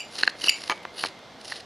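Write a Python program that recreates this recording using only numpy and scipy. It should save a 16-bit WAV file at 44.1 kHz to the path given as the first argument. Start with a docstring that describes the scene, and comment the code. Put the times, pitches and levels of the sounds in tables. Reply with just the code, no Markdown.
"""A bow drill worked back and forth on a forest floor, close to a stereo microphone.
On each stroke the wooden spindle rasps in its socket, catches in short chirps and squeaks,
and knocks against the board. Dry needles tick on the ground and the trees return a faint echo.
Behind it lie quiet forest air and a thin, far whistle."""
import sys
import numpy as np
from scipy import signal
from scipy.fft import rfft, irfft
from scipy.io import wavfile

SR = 44100
rng = np.random.default_rng(int(sys.argv[2]) if len(sys.argv) > 2 else 0)


def wav_record(signal):
    """Record a signal, one row per channel, as 16-bit PCM in the file named by sys.argv[1]."""
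    frames = np.transpose(np.atleast_2d(signal))
    bounded = np.clip(frames, -1, 1)
    # unit amplitude maps onto the largest positive 16-bit level
    quanta = np.round(bounded * 32767).astype(np.int16)
    wavfile.write(sys.argv[1], SR, quanta)


N = 72765
LEAD = SR // 10  # samples by which the close tracks start ahead of time zero


def amp(db):
    """Decibels to gain."""
    return 10 ** (np.asarray(db) / 20)


def unit(x):
    """Scales to rms 1."""
    return x / np.sqrt(np.mean(x ** 2) + 1e-20)


def read(points, hz):
    """Reads a table on a log-frequency axis."""
    f, value = np.transpose(points)
    return np.interp(np.log(hz + 1), np.log(f + 1), value)


def colour(x, points):
    """Filters by a table of (frequency [Hz], gain [dB])."""
    return irfft(rfft(x) * amp(read(points, np.fft.rfftfreq(len(x), 1 / SR))), len(x))


def wander(size, hz):
    """Smooth random drift of rms about 1, rolling off above the given rate."""
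    rolloff = 1 + (np.fft.rfftfreq(2 * SR, 1 / SR) / hz) ** 4
    return unit(irfft(rfft(rng.standard_normal(2 * SR)) / rolloff))[:size]


def add(track, s, sound):
    """Mixes a sound in at s seconds; the track begins LEAD samples early."""
    part = track[max(LEAD + round(s * SR), 0):][:len(sound)]
    part += sound[:len(part)]


def burst(length, points, tilt_db=0, size=2048):
    """A puff of coloured friction noise: returns its start relative to its centre [s] and the puff."""
    t, hz = (np.arange(size) - size / 2) / SR, np.fft.rfftfreq(size, 1 / SR)
    shape = np.exp(-(2 * t / length) ** 2)
    gain = amp(read(points, hz) + tilt_db * np.log2(np.maximum(hz, 400) / 1000))
    x = rng.standard_normal(size)
    for _ in range(3):  # impose envelope and spectrum in turn
        x = irfft(gain * np.exp(1j * np.angle(rfft(x * shape))))
    return t[0], unit(x * np.hanning(size)) * np.sqrt(np.mean(shape ** 2))


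def forest_air(level_db=-47):
    """Quiet, steady rustle of the forest, nearly the same in both channels."""
    # colour of the air (frequency [Hz], gain [dB])
    air_colour = [(15, -56), (25, -12.5), (102, -6.5), (274, -3), (330, -8), (409, -3), (609, -1.5),
                  (795, -2), (861, -4), (1010, -6), (1430, -8.5), (2070, -12), (2630, -15), (3350, -10),
                  (6010, -19.5), (6680, -25), (14500, -43.5)]
    # likeness of left and right (frequency [Hz], correlation [0-1])
    air_likeness = [(30, 1), (100, 0.89), (500, 0.96), (2000, 0.93), (6000, 0.9), (12000, 1)]
    left, other = rfft(rng.standard_normal((2, N)))
    same = np.clip(read(air_likeness, np.fft.rfftfreq(N, 1 / SR)), 0, 1)
    right = same * left + np.sqrt(1 - same ** 2) * other
    pair = np.array([colour(irfft(spectrum, N), air_colour) for spectrum in (left, right)])
    return amp(level_db + 0.23 * wander(N, 30)) * unit(pair)


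def far_whistle(start_s=-0.3, end_s=1.5, hz=2099, level_db=-56, blur_hz=45):
    """A thin, blurred tone swells and fades far from the microphone."""
    t = np.arange(N) / SR
    progress = np.clip((t - start_s) / (end_s - start_s), 0, 1)
    swell = np.sqrt(np.sin(np.pi * progress).clip(0))
    phase = 2 * np.pi * hz * t
    tone = wander(N, blur_hz) * np.sin(phase) + wander(N, blur_hz) * np.cos(phase)
    return amp(level_db) * swell * tone


def spindle_squeaks(sag=0.033, jitter=0.024, unrest_hz=1100, shimmer_db=0.77):
    """Two stick-slip tones compete in short, unsteady bursts, each sagging slightly in pitch."""
    # squeaks (centre [s], length [s], upper tone [Hz], its level [dB], lower tone [Hz],
    # its level [dB], gain on all its harmonics but the second [dB])
    squeaks = [(-.035, 0.0083, 2832, -10, 2374, -16, -2.5), (.006, 0.0099, 2660, -31, 2460, -45, 2.5),
               (.418, .011, 2960, -29.5, 2340, -38.5, -11), (0.4432, .0065, 2964, -19, 2400, -28, -16),
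               (.462, .012, 2720, -25.5, 2350, -50, -9), (0.473, .0065, 2886, -24.5, 2320, -20.5, -28),
               (.485, .0058, 2820, -8, 2310, -34, -1), (0.4922, .008, 2839, -13, 2323, -31, -23),
               (0.4948, .0036, 2728, -6.5, 2353, -12.5, -5.5), (0.498, .008, 2770, -38, 2348, -15.5, -1.5)]
    # harmonics of the upper tone, from the fundamental up (level [dB])
    upper_harmonics = [0.5, -12, -41, -25]
    # harmonics of the lower tone, likewise (level [dB])
    lower_harmonics = [-3.5, 2, -4.5, -8, -15]
    out = np.zeros(LEAD + N)
    for centre, length, upper_hz, upper_db, lower_hz, lower_db, full_db in squeaks:
        t = np.arange(-length / 2, length / 2, 1 / SR)
        bend = 1 - sag * t / length + jitter * wander(len(t), unrest_hz)
        phase_per_hz = 2 * np.pi * np.cumsum(bend) / SR
        upper = sum(amp(upper_db + db) * np.sin(k * upper_hz * phase_per_hz)
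                    for k, db in enumerate(upper_harmonics, 1))
        lower = sum(amp(lower_db + db + full_db * (k != 2)) * np.sin(k * lower_hz * phase_per_hz)
                    for k, db in enumerate(lower_harmonics, 1))
        shape = np.cos(np.pi * t / length) ** 2 * amp(shimmer_db * wander(len(t), unrest_hz))
        add(out, centre - length / 2, (upper + lower) * shape)
    return out


def dry_needles():
    """Dry needles tick and shift on the ground by the drill."""
    # ticks (centre [s], length [s], level [dB], treble tilt [dB/octave])
    ticks = [(.05, .002, -48.5, 4), (.354, 0.014, -43, -6), (0.778, 0.0051, -42, -1.5),
             (0.833, 0.015, -50, 2), (1.192, .002, -50, 5)]
    # colour of a tick (frequency [Hz], gain [dB])
    tick_colour = [(80, -46), (300, 0), (900, -1.5), (3000, 3), (7500, -18), (11000, -13.5), (14000, -42)]
    out = np.zeros(LEAD + N)
    for centre, length, db, tilt_db in ticks:
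        offset, puff = burst(length, tick_colour, tilt_db)
        add(out, centre + offset, amp(db) * puff)
    return out


def spindle_rubbing(grains_per_s=14000, spread_db=2.5, flutter_hz=127, flutter_db=4):
    """Dense grains of friction swell with the bow's speed and flutter as the spindle turns."""
    # bow strokes (time of top speed [s], rise [s], fall [s], rub [dB], hiss [dB], singing [dB])
    strokes = [(0.183, 0.064, 0.043, -42.5, -45.5, -53), (0.454, 0.058, 0.049, -39.5, -42.5, -46),
               (.655, 0.13, 0.088, -44.5, -50.5, -70), (1.009, 0.042, 0.051, -40.5, -61, -37),
               (1.477, 0.055, 0.073, -48, -47.5, -61), (1.558, 0.057, 0.039, -44, -73, -69)]
    # colour of the rub (frequency [Hz], gain [dB])
    rub_colour = [(100, -44), (300, -2.5), (700, -9), (1200, -9), (1900, -1.5), (2300, -10.5), (2850, 1),
                  (3400, -5.5), (4150, 4), (5300, -3), (6200, -11), (7000, -15.5), (7600, -22),
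                  (10000, -11), (11500, -29), (14000, -37)]
    # colour of its high hiss (frequency [Hz], gain [dB])
    hiss_colour = [(100, -48), (3000, -11), (5300, 8.5), (6400, -3.5), (7000, -1), (7600, -13),
                   (8800, -4.5), (9900, 3.5), (11000, -7.5), (12500, -25), (14000, -34)]
    # singing resonances of the spindle (frequency [Hz], width [Hz], gain [dB])
    resonances = [(2850, 350, -6), (4450, 520, 1), (9950, 750, -7)]
    # rough spots where it scrapes harder (centre [s], length [s], level [dB])
    rasps = [(.155, .01, -40), (0.165, 0.0093, -39), (0.1904, 0.016, -30.5), (0.202, 0.0064, -32),
             (0.213, 0.017, -32), (0.23, 0.0034, -31), (.2445, 0.0084, -34), (0.253, 0.012, -37.5),
             (0.272, 0.018, -36.5), (0.297, 0.017, -37), (0.442, 0.013, -28), (0.468, 0.0089, -33),
             (0.4942, 0.0057, -26), (0.639, 0.0091, -33), (0.679, 0.0095, -34), (0.983, 0.014, -38),
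             (1.011, .007, -39.5), (1.036, 0.007, -30), (1.049, .006, -38), (1.061, 0.014, -30),
             (1.071, 0.0078, -34), (1.087, 0.0088, -40), (1.414, 0.013, -45.5), (1.519, 0.024, -40.5),
             (1.56, 0.0073, -38), (1.605, 0.017, -42)]
    t = np.arange(-LEAD, N) / SR
    levels = np.zeros((3, len(t)))
    for top, rise, fall, *db in strokes:
        levels += amp(db)[:, None] * np.exp(-((t - top) / np.where(t < top, rise, fall)) ** 2)
    grains = rng.standard_normal(levels.shape) * (rng.random(levels.shape) < grains_per_s / SR)
    grains *= amp(spread_db * np.minimum(rng.exponential(1, grains.shape), 4))
    rub = unit(colour(grains[0], rub_colour))
    hiss = unit(colour(grains[1], hiss_colour))
    f = np.fft.rfftfreq(len(t), 1 / SR)
    peaks = sum(amp(db) / (1 + (1.36 * (f - hz) / width) ** 2) for hz, width, db in resonances)
    singing = unit(irfft(rfft(grains[2]) * peaks, len(t)))
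    out = (levels * [rub, hiss, singing]).sum(0) * amp(flutter_db * wander(len(t), flutter_hz))
    for centre, length, db in rasps:
        offset, puff = burst(length, rub_colour)
        add(out, centre + offset, amp(db) * puff)
    return out


def board_knocks(rise_s=0.00025):
    """The spindle jumps in its notch: a dry snap and a short ring of the board."""
    # wood on wood (centre [s], length [s], snap [dB], treble tilt [dB/octave], ring [dB])
    knocks = [(0.1905, 0.0037, -39, 0, -53), (0.2338, 0.0019, -18.5, -2.5, -61),
              (0.2787, 0.0018, -20, -4, -45), (0.442, 0.0059, -33, -13.5, -38),
              (0.474, 0.0072, -31.5, -5.5, -37), (0.6982, 0.0023, -15, 1.5, -20.5),
              (0.7065, 0.001, -21, 3, -25), (0.7156, 0.0039, -23, -0.5, -24), (.722, 0.0079, -29, -1, -25),
              (0.8522, 0.0036, -26.5, -3, -41.5), (1.0389, 0.0012, -12, -0.5, -30),
              (1.05, .003, -24.5, -5.5, -36), (1.06, 0.0033, -51, -7, -57),
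              (1.522, 0.0026, -27.5, 1.5, -69)]
    # colour of a snap (frequency [Hz], gain [dB])
    snap_colour = [(60, -29), (150, -17), (300, -7), (500, -7), (850, 1.5), (1600, 2.5), (2200, -6),
                   (2650, -1.5), (3300, -10.5), (4300, -7), (6500, -23.5), (7800, -31), (10000, -26.5),
                   (14000, -44)]
    # modes of the board (frequency [Hz], level [dB], t60 [s])
    modes = [(344.3, -12, 0.13), (530, -16, 0.063), (658, -10, 0.063), (864, -10, 0.084),
             (1005, -1.5, 0.034), (1208, -2.5, 0.043), (1370, -3, 0.023), (1710, 1.5, 0.017),
             (2000, -4, 0.028), (2255, 0.5, 0.028), (2520, -24, 0.038), (3070, -5, 0.029),
             (6460, -5.5, 0.011)]
    out, t = np.zeros(LEAD + N), np.arange(SR // 8) / SR
    for centre, length, snap_db, tilt_db, ring_db in knocks:
        offset, snap = burst(length, snap_colour, tilt_db)
        add(out, centre + offset, amp(snap_db) * snap)
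        ring = sum(amp(db - 60 * t / t60) * np.sin(2 * np.pi * (hz * t + rng.random()))
                   for hz, db, t60 in modes)
        add(out, centre, amp(ring_db) * ring * (1 - np.exp(-t / rise_s)))
    return out


def spindle_chirps(sag_hz=308, rise_s=0.00045, echo_s=0.0054, echo_db=-19):
    """The spindle grips and shudders for a few milliseconds, falling in pitch; the ground reflects it."""
    # catches (start [s], length [s], pitch [ratio], level [dB], gain on upper partials [dB])
    chirps = [(0.2331, 0.0035, 0.99, -8, 0.5), (.2759, .0039, 0.99, -8, -1.5),
              (1.5212, 0.0049, 1.058, -22.5, -7)]
    # partials of a chirp (frequency [Hz], level [dB])
    chirp_partials = [(1715, 0), (2770, -7.5), (4280, -4.5), (5100, -19), (6850, -29)]
    out = np.zeros(LEAD + N)
    for start, length, ratio, db, upper_db in chirps:
        t = np.arange(0, 2 * length, 1 / SR)
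        shape = (1 - np.exp(-(t / rise_s) ** 2)) * np.exp(-(t / (0.93 * length)) ** 4)
        sag = sag_hz * (.5 - t / length)
        partials = []
        for k, (hz, level) in enumerate(chirp_partials):
            phase = 2 * np.pi * np.cumsum(hz * ratio + sag) / SR
            partials.append(amp(db + level + upper_db * (k > 0)) * shape * np.sin(phase))
        add(out, start, sum(partials))
        dulled = partials[0] + 0.54 * sum(partials[1:])
        add(out, start + echo_s, amp(echo_db) * dulled)
    return out


def among_trees(x, echo_db, onset_s=0.016, width=0.15):
    """The direct sound plus scattered echoes from trunks and ground, a little unlike in each channel."""
    # decay of the echo (frequency [Hz], t60 [s])
    decay = [(300, 0.9), (1500, 0.36), (3000, 0.24), (7000, 0.29), (10000, 0.32)]
    # colour of the echo (frequency [Hz], gain [dB])
    echo_colour = [(200, 4.5), (1500, -3), (2350, 9.5), (2850, -1), (4000, 2.5), (4700, 0), (5700, -6.5),
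                   (7000, 6.5), (9500, -7.5), (14000, -10)]
    hz, t, noise = signal.stft(rng.standard_normal((2, SR // 2)), SR, nperseg=256)
    fading = noise * amp(-60 * t / read(decay, hz)[:, None]) * (1 - np.exp(-(t / onset_s) ** 2))
    _, tails = signal.istft(fading, SR, nperseg=256)
    mid, side = [colour(tail, echo_colour) / np.linalg.norm(tail) for tail in tails]
    response = np.array([mid + width * side, mid - width * side])
    return x + amp(echo_db) * signal.fftconvolve(x[None], response, axes=1)[:, :len(x)]


def scene(right_db=0.66):
    """The drill close up, just right of centre, with the forest behind it."""
    drill = (among_trees(spindle_rubbing() + dry_needles(), echo_db=-14.5)
             + among_trees(spindle_chirps(), echo_db=-23.5)
             + among_trees(spindle_squeaks(), echo_db=-11.5)
             + among_trees(board_knocks(), echo_db=-21))
    balance = amp([[-right_db / 2], [right_db / 2]])
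    return (drill[:, LEAD:] + forest_air() + far_whistle()) * balance


def record(dry, low_cut_hz=55, top_hz=14600):
    """The recorder's low cut and band limit."""
    dry = signal.sosfilt(signal.butter(2, low_cut_hz, "high", fs=SR, output="sos"), dry)
    band_limit = signal.firwin(255, top_hz, window=("kaiser", 9), fs=SR)
    return signal.oaconvolve(dry, band_limit[None], "same")


dry = scene()
out = record(dry)
wav_record(out)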